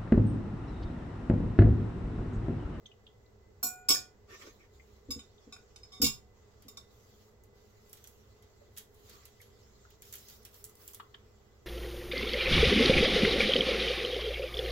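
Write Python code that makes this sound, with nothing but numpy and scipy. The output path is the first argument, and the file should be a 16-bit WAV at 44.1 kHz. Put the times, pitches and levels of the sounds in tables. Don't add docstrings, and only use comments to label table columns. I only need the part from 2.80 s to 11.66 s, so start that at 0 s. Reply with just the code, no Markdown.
import sys
import numpy as np
from scipy import signal
from scipy.fft import rfft, irfft, next_fast_len
from scipy.io import wavfile
from scipy.ndimage import uniform_filter1d

SR = 44100
rng = np.random.default_rng(int(sys.argv[2]) if len(sys.argv) > 2 else 0)


def dump_mix(stems):
    frames = np.atleast_2d(stems).T
    limited = np.clip(frames, -1, 1)
    pcm = np.round(limited * 32767).astype(np.int16)
    wavfile.write(sys.argv[1], SR, pcm)


N = 390726

# (frequency [Hz], density [dB per Hz])
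AIR = [(15, -12.5), (40, -6.5), (110, -5), (160, -18), (520, -18), (900, -22.5), (1900, -31), (2300, -35),
       (7800, -35.5), (8300, -53), (16000, -39.5)]
# (frequency [Hz], width [Hz], level [dB])
FAN = [(65.7, 11, -69), (100.5, 23, -70), (211.5, 21.4, -74), (415.6, 66, -67.5), (486, 18, -76.5),
       (2013, 34, -80.5)]
# (frequency [Hz], left-right likeness [-1 to 1])
ALIKE = [(60, 0.97), (380, 0.66), (2380, -0.1), (15000, 0.073)]
# (frequency [Hz], t60 [s])
WALLS = [(300, 0.335), (3000, 0.23), (14000, 0.19)]
# (frequency [Hz], gain [dB])
MIC = [(7900, -0.5), (8400, -6), (9300, -10.5), (10000, -4.5), (11500, -1.5)]

# (time [s], level [dB], frequency [Hz])
TICKS = [(0.056, -42.5, 3360), (0.061, -53.5, 6200), (0.113, -51, 2900), (0.265, -46, 3280),
         (0.459, -63, 4100), (1.995, -48, 2150), (2.579, -57.5, 3550), (5.812, -47, 562),
         (6.599, -50.5, 2090), (7.049, -49.5, 1440)]
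# (time [s], low [dB], middle [dB], high [dB])
KNOCKS = [(8.079, -65, -53, -39.5), (8.136, -48, -54, -46), (8.196, -23.5, -37, -32.5),
          (8.34, -36, -36, -31.5)]
HOLLOW_HZ = (1160, 1780, 3250)

# (time [s], wall modes [dB], fork modes [dB], rim modes [dB],
# share of the free ring time [ratio], favoured pitch [Hz])
CLINKS = [(0.828, -49.5, -30.5, -46, 1.15, 12415), (.866, -61, -41.5, -58, 0.65, 12415),
          (1.086, -28.5, -26.5, -42.5, 0.76, 5070), (1.103, -25, -33, -49.5, 0.77, 5000),
          (1.1415, -41, -40.5, -53, 0.81, 5106), (2.3055, -38.5, -46, -66, 0.62, 5200),
          (2.391, -47, -73, -59, 0.38, 3640), (2.7238, -47.5, -69, -57, 0.52, 3735),
          (2.7645, -56, -74, -48, 0.2, 2510), (2.96, -45.5, -76, -60, 0.23, 4340),
          (3.032, -58.5, -85, -72, 0.47, 5130), (3.119, -58, -79, -83, 2.25, 3605),
          (3.2163, -31.5, -28, -47, 0.71, 5100), (3.24, -28.5, -30.5, -51.5, 0.68, 6700),
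          (3.262, -32, -36, -54, 0.58, 3530), (3.8817, -49, -49, -89, 0.35, 5400),
          (3.9708, -44, -55, -63, 0.32, 3648)]
# (frequency [Hz], level [dB], t60 [s])
WALL_MODES = [(1150, -12, .13), (2240, -12, .12), (3648, -8, 0.2), (3770, -8, 0.16), (5058, -6, 0.12),
              (5106, 0, 0.17), (5211, -4, .2), (6788, -6, 0.22), (6840, -10, 0.32), (7710, -10, .2),
              (8715, -9, 0.13), (9800, -9, .18), (10750, -12, 0.18), (12740, -8, .13)]
# (frequency [Hz], level [dB], t60 [s])
FORK_MODES = [(4270, -10.5, 0.16), (4850, -20, 0.12), (5680, -6, 0.14), (7079, -6, 0.3), (7180, -5, 0.25),
              (7779, -5, 0.18), (8625, -2, 0.16), (10150, -3, 0.14), (11950, -7, 0.14), (12415, -2, 0.13),
              (13032, -2, 0.15), (14600, -6, .13), (14810, -4, 0.14), (15490, -6, 0.17)]
# (frequency [Hz], level [dB], t60 [s])
RIM_MODES = [(738, -1, 0.75), (1095, 2, .15), (1455.5, -1, .75), (2427, -9, .5), (2680, -11, 0.092)]
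# (frequency [Hz], density [dB per Hz])
CRACK = [(300, -4), (900, -5.5), (3000, -18), (5200, 0), (8000, -3), (14000, -23)]
# (frequency [Hz], density [dB per Hz])
BRIGHT = [(900, -25.5), (2500, -15), (5000, -2), (7500, 4.5), (12000, 8), (16000, 4.5)]

# (time [s], table top [dB], boom [dB])
BUMPS = [(0.836, -42, -62.5), (1.088, -41.5, -53.5), (2.286, -38.5, -43), (2.358, -42, -44),
         (2.667, -48, -61), (3.199, -34.5, -44), (3.225, -25, -34.5), (3.85, -52.5, -65)]
# (frequency [Hz], level [dB], t60 [s])
TABLE_MODES = [(220, 0, .18), (274, 5, 0.11), (362, -8, 0.12), (480, -4, 0.12)]
# (frequency [Hz], level [dB], t60 [s])
BOOM_MODES = [(72, 5, 0.21), (155, -9, 0.2)]

# (start [s], length [s], cloth [dB], chain fizz [dB])
MOVES = [(1.547, 0.082, -67, -71), (1.62, 0.13, -70, -70.5), (1.94, 0.25, -74, -76), (2.29, 1, -73, -91),
         (3.57, 0.47, -75.5, -85), (4.116, 0.36, -70, -69.5), (4.77, .3, -74, -74), (5.104, 0.23, -72, -65),
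         (5.393, 0.47, -74.5, -77.5), (5.97, 0.015, -70, -63), (6.153, 0.2, -74, -67.5),
         (6.266, 0.085, -67, -67), (6.402, 0.74, -70.5, -75.5), (7.27, 0.28, -62.5, -55.5),
         (7.76, 0.037, -80, -56), (7.598, 0.63, -75, -79), (8.013, 0.1, -87, -54.5),
         (8.303, 0.7, -77, -80.5)]
# (start [s], length [s], level [dB])
RUBS = [(1.502, 0.048, -58.5), (1.623, 0.0056, -56.5), (1.67, 0.008, -59.5), (1.804, 0.052, -74.5),
        (6.293, 0.15, -73)]
# (frequency [Hz], width [Hz], level [dB])
PLANKS = [(410, 210, 1.5), (1158, 43, 6), (1816, 39, 4), (2310, 500, -4.5), (2650, 260, -16),
          (3270, 190, -13)]
# (frequency [Hz], density [dB per Hz])
WOOD = [(250, -31), (430, 1), (650, -29), (1180, 2.5), (1600, -6.5), (3000, -8.5), (4500, -20.5)]
# (frequency [Hz], density [dB per Hz])
CLOTH = [(2200, -10), (3500, 3.5), (7500, 4.5), (10000, -53)]
# (frequency [Hz], density [dB per Hz])
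FIZZ = [(6500, -14), (9500, -9.5), (16000, -3.5)]

# (time [s], level [dB], dull part relative to it [dB])
LINKS = [(3.823, -50, -12.5), (4.6372, -51.5, -24.5), (5.096, -49, -40), (5.13, -35.5, -22.5),
         (5.171, -48, -15.5), (5.241, -41.5, -17), (5.2732, -39.5, -44), (5.624, -54, -11.5),
         (5.965, -45, -8), (5.974, -34, -20), (5.982, -32, -43), (6.145, -55, -44), (6.2961, -43, -14),
         (6.454, -39, -20.5), (6.615, -45.5, -12), (7.104, -51.5, -13.5), (7.221, -38, -19),
         (7.252, -46, -30), (7.326, -32.5, -20), (7.338, -32.5, -25), (7.355, -33.5, -42),
         (7.485, -40.5, -19), (7.499, -42, -21.5), (7.651, -34, -20.5), (7.7433, -45.5, -17.5),
         (7.8416, -32, -31), (7.849, -37, -36), (7.895, -44.5, -24), (7.954, -46.5, -33), (8.078, -33, -45),
         (8.134, -38, -30), (8.1463, -33.5, -28)]
# (frequency [Hz], density [dB per Hz])
DULL = [(500, -50), (1400, -12), (2600, -12), (3250, -7), (4200, -12), (7000, -13), (10000, -42)]
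# (frequency [Hz], level [dB], t60 [s])
PING = [(11350, -55, 0.24)]

AIR_DB = -63
TOP_HZ = 15850
TICK_WIDTH, KNOCK_WIDTH = 0.16, 0.32
TICK_RISE_S, KNOCK_RISE_S = 0.0027, 0.0082
TICK_T60_S, KNOCK_T60_S = 0.046, 0.03
FAVOUR_DB, FAVOUR_OCTAVES = 10, 0.03
FREE_S = 0.24
CHOKE_DB_PER_S = 500
RISE_DB_PER_S, FALL_DB_PER_S = 291, 174
WIPE_RISE_DB_PER_S, WIPE_FALL_DB_PER_S = 700, 405
LEAN_DB = -76.5
RING_DB = 5.5
SWISH_DB = -4.5
PING_S = 6.59


def amp(db):
    return 10 ** (np.asarray(db) / 20)


def unit(x):
    return x / np.sqrt(np.mean(x ** 2) + 1e-20)


def along(points, hz):
    f, v = np.transpose(points)
    return np.interp(np.log(hz + 1), np.log(f + 1), v)


def shaped(spectrum):
    return lambda hz: amp(along(spectrum, hz))


def filtered(x, response):
    m = next_fast_len(x.shape[-1] + 8192)
    spectrum = rfft(x, m) * response(np.fft.rfftfreq(m, 1 / SR))
    return irfft(spectrum, m)[..., :x.shape[-1]]


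def peak(f, hz, width_hz):
    return 1j * f * width_hz / (hz * hz - f * f + 1j * f * width_hz)


def rush(response, patchy_db, alike=ALIKE):
    z = signal.stft(rng.standard_normal((2, N)), nperseg=512)[2]
    field = uniform_filter1d(rng.standard_normal(z.shape[1:]), size=6, axis=0)
    field = uniform_filter1d(field, size=8, axis=1)
    pair = signal.istft(z * amp(patchy_db * unit(field)), nperseg=512)[1][:, :N]

    def mid_side(hz):
        angle = np.arccos(np.clip(along(alike, hz), -1, 1)) / 2
        return response(hz) * [np.cos(angle), np.sin(angle)]

    mid, side = filtered(pair, mid_side)
    return unit(np.array([mid + side, mid - side]))


def dying(s, db, t60, rise):
    out, t = np.zeros(N + SR), np.arange(SR // 4) / SR
    for start, level, life in zip(s, db, t60):
        decay = amp(level - 60 * t / life)
        out[round(start * SR):][:len(t)] += decay * (1 - np.exp(-t / rise))
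    return out[:N]


def strokes(start, length, db, rise_db, fall_db):
    t = np.arange(N) / SR
    out = np.zeros(N)
    for s, hold, level in zip(start, length, db):
        before, after = np.clip(s - t, 0, None), np.clip(t - s - hold, 0, None)
        out += amp(level - rise_db * before - fall_db * after)
    return out


def ring(modes, share, apart, rise, rough, tilt_db=0, spread_db=1.5):
    hz, db, t60 = np.transpose(modes)[:, :, None]
    t = np.arange(int(0.4 * SR)) / SR
    wander = rng.standard_normal((len(hz), 60, 2)) @ [1, 1j]
    waver = 1 + rough * signal.resample(wander, len(t), axis=1)
    level_db = db + tilt_db * np.log2(hz / np.median(hz)) + rng.normal(0, spread_db, hz.shape)
    envelope = amp(level_db - 60 * t / (share * t60)) * (1 - np.exp(-t / rise))
    tone = envelope * waver * np.exp(2j * np.pi * (hz * t + rng.random(hz.shape)))
    turn = apart * rng.choice([-1, 1], hz.shape) + rng.normal(0, 0.15, hz.shape)
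    left, right = tone * np.exp(1j * turn), tone * np.exp(-1j * turn)
    return np.array([left.real.sum(axis=0), right.real.sum(axis=0)])


def favoured(modes, centre_hz):
    lifted = []
    for hz, db, t60 in modes:
        octaves = np.log2(hz / centre_hz)
        lifted.append((hz, db + FAVOUR_DB * np.exp(-(octaves / FAVOUR_OCTAVES) ** 2), t60))
    return lifted


def add(out, s, sound):
    out[:, round(s * SR):][:, :sound.shape[1]] += sound


def room_tone():
    out = amp(AIR_DB) * rush(shaped(AIR), patchy_db=0.5)
    for hz, width_hz, db in FAN:
        out = out + amp(db) * rush(lambda f: peak(f, hz, width_hz) ** 2, patchy_db=0)
    return out


def ticks():
    out, t = np.zeros((2, N + SR)), np.arange(SR // 4) / SR
    puffs = [(*row, TICK_WIDTH, TICK_RISE_S, TICK_T60_S) for row in TICKS]
    for s, *levels in KNOCKS:
        for db, hz in zip(levels, HOLLOW_HZ):
            puffs.append((s, db, hz, KNOCK_WIDTH, KNOCK_RISE_S, KNOCK_T60_S))
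    for s, db, hz, width, rise, t60 in puffs:
        noise = rng.standard_normal((2, len(t)))
        tone = unit(filtered(noise, lambda f: peak(f, hz, width * hz) ** 2))
        add(out, s, amp(db - 60 * t / t60) * (1 - np.exp(-(t / rise) ** 2)) * tone)
    return out[:, :N]


def walls(x):
    hz, t, z = signal.stft(rng.standard_normal((2, SR // 3)), SR, nperseg=256)
    decay = amp(-60 * t / along(WALLS, hz)[:, None])
    tail = signal.istft(z * decay, SR, nperseg=256)[1]
    return signal.fftconvolve(x, tail / np.linalg.norm(tail[0]), axes=1)[:, :N]


def crowd(wall_db, fork_db):
    modes = []
    for hz in 2200 * 7 ** rng.random(30):
        if hz > 9000:
            db = fork_db
        elif hz > 5000:
            db = max(wall_db, fork_db)
        else:
            db = wall_db
        modes.append((hz, db, 0.12))
    return modes


def cutlery():
    out = np.zeros((2, N + SR))
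    for s, wall_db, fork_db, rim_db, share, centre_hz in CLINKS:
        softness_db = min(0.25 * (wall_db + 36), 0)
        wall = ring(favoured(WALL_MODES, centre_hz), share, apart=0.92, rise=0.003, rough=0.45,
                    tilt_db=softness_db, spread_db=2)
        add(out, s, amp(wall_db) * wall)
        fork = ring(favoured(FORK_MODES, centre_hz), share, apart=0.86, rise=0.004, rough=0.5,
                    spread_db=3)
        add(out, s, amp(fork_db) * fork)
        lesser = ring(crowd(wall_db, fork_db), share, apart=0.97, rise=0.0035, rough=0.33,
                      spread_db=5.5)
        add(out, s, amp(-12) * lesser)
        rim = ring(RIM_MODES, share ** 2, apart=0.4, rise=0.0006, rough=0.047,
                   tilt_db=14 * (1.1 - share), spread_db=0.5)
        choked_s = np.clip(np.arange(rim.shape[1]) / SR - FREE_S * share, 0, None)
        add(out, s, amp(rim_db - CHOKE_DB_PER_S * choked_s) * rim * amp([[2.5], [-2.5]]))
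    times, wall_db, fork_db, _, shares, _ = np.transpose(CLINKS)
    glaze = dying(times, wall_db - 4, 0.19 * shares, rise=0.0012)
    glaze = glaze * rush(shaped(CRACK), patchy_db=9, alike=[(1000, 0.07)])
    tines = dying(times, fork_db - 3, 0.17 * shares, rise=0.002)
    tines = tines * rush(shaped(BRIGHT), patchy_db=3, alike=[(1000, 0.3)])
    return out[:, :N] + glaze + tines * amp([[-2.5], [1.5]])


def table():
    out = np.zeros((2, N + SR))
    for s, db, boom_db in BUMPS:
        add(out, s, amp(db) * ring(TABLE_MODES, 1, apart=0.15, rise=0.009, rough=0.2))
        boom = ring(BOOM_MODES, 0.86, apart=0.15, rise=0.00818, rough=0.031)
        add(out, s, amp(boom_db) * boom)
    return out[:, :N]


def plank_response(f):
    return sum(amp(db) * np.abs(peak(f, hz, width_hz)) ** 2 for hz, width_hz, db in PLANKS)


def sliding():
    start, length, cloth_db, fizz_db = np.transpose(MOVES)
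    cloth = strokes(start, length, cloth_db, RISE_DB_PER_S, FALL_DB_PER_S)
    fizz = strokes(start, length, fizz_db, RISE_DB_PER_S, FALL_DB_PER_S)
    lean = strokes(start, length, 0 * start + LEAN_DB, RISE_DB_PER_S, FALL_DB_PER_S)
    wipes = strokes(*np.transpose(RUBS), WIPE_RISE_DB_PER_S, WIPE_FALL_DB_PER_S)

    rub = amp(RING_DB) * wipes * rush(plank_response, patchy_db=5)
    rub = rub + (wipes + lean) * rush(shaped(WOOD), patchy_db=3)
    rub = rub + (cloth + amp(SWISH_DB) * wipes) * rush(shaped(CLOTH), patchy_db=3.5)
    rub = rub + fizz * rush(shaped(FIZZ), patchy_db=1.5)

    when, size, pitch, lag = rng.random((4, 450))
    times = when * N / SR
    catch_db = -11 - 2.5 * np.log(size + 0.03)
    catches = unit(1 + dying(times, catch_db, 0 * when + 0.06, rise=0.004))
    tinkle, t = np.zeros((2, N + SR)), np.arange(SR // 20) / SR
    for s, big, hz, cycles in zip(times, size, 4000 * 3.8 ** pitch, lag):
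        decay = amp(-10 - 4 * np.log(big + 0.004) - 60 * t / 0.025)
        tone = np.sin(2 * np.pi * (hz * t + [[0], [cycles]]))
        add(tinkle, s, fizz[int(s * SR)] * decay * tone)
    return catches * rub + tinkle[:, :N]


def chain():
    s, db, dull_db = np.transpose(LINKS)
    spit = dying(s, db + 5, 0 * s + 0.004, rise=0.0003)
    spit = spit + dying(s, db - 8, 0 * s + 0.04, rise=0.0018)
    body = dying(s, db + dull_db, 0 * s + 0.14, rise=0.0012)
    out = np.zeros((2, N + SR))
    for start, level_db, pick in zip(s, db, rng.random((len(s), 5))):
        modes = [(5500 * 3.1 ** p, 0, 0.06) for p in pick]
        link = ring(modes, 0.48, apart=1.0, rise=0.000092, rough=0.44)
        add(out, start, amp(level_db - 17.5) * link)
    add(out, PING_S, ring(PING, 1, apart=0.79, rise=0.012, rough=0.5))
    noise = spit * rush(shaped(BRIGHT), patchy_db=0.5, alike=[(1000, 0.16)])
    noise = noise + body * rush(shaped(DULL), patchy_db=2, alike=[(1000, 0.2)])
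    return out[:, :N] + noise


def scene():
    near = cutlery() * amp([[-0.8], [0.8]]) + chain() * amp([[-0.9], [0.9]]) + amp(-3.5) * ticks()
    dry_ticks = amp(-1.5) * ticks()
    background = (sliding() + room_tone()) * amp([[-0.7], [0.7]])
    return near + amp(-4.5) * walls(near) + dry_ticks + table() + background


def record(dry):
    def response(hz):
        over_hz = np.clip(hz - TOP_HZ, 0, None)
        return amp(along(MIC, hz) - over_hz / 4)

    return filtered(dry, response)


dry = scene()
out = record(dry)
dump_mix(out)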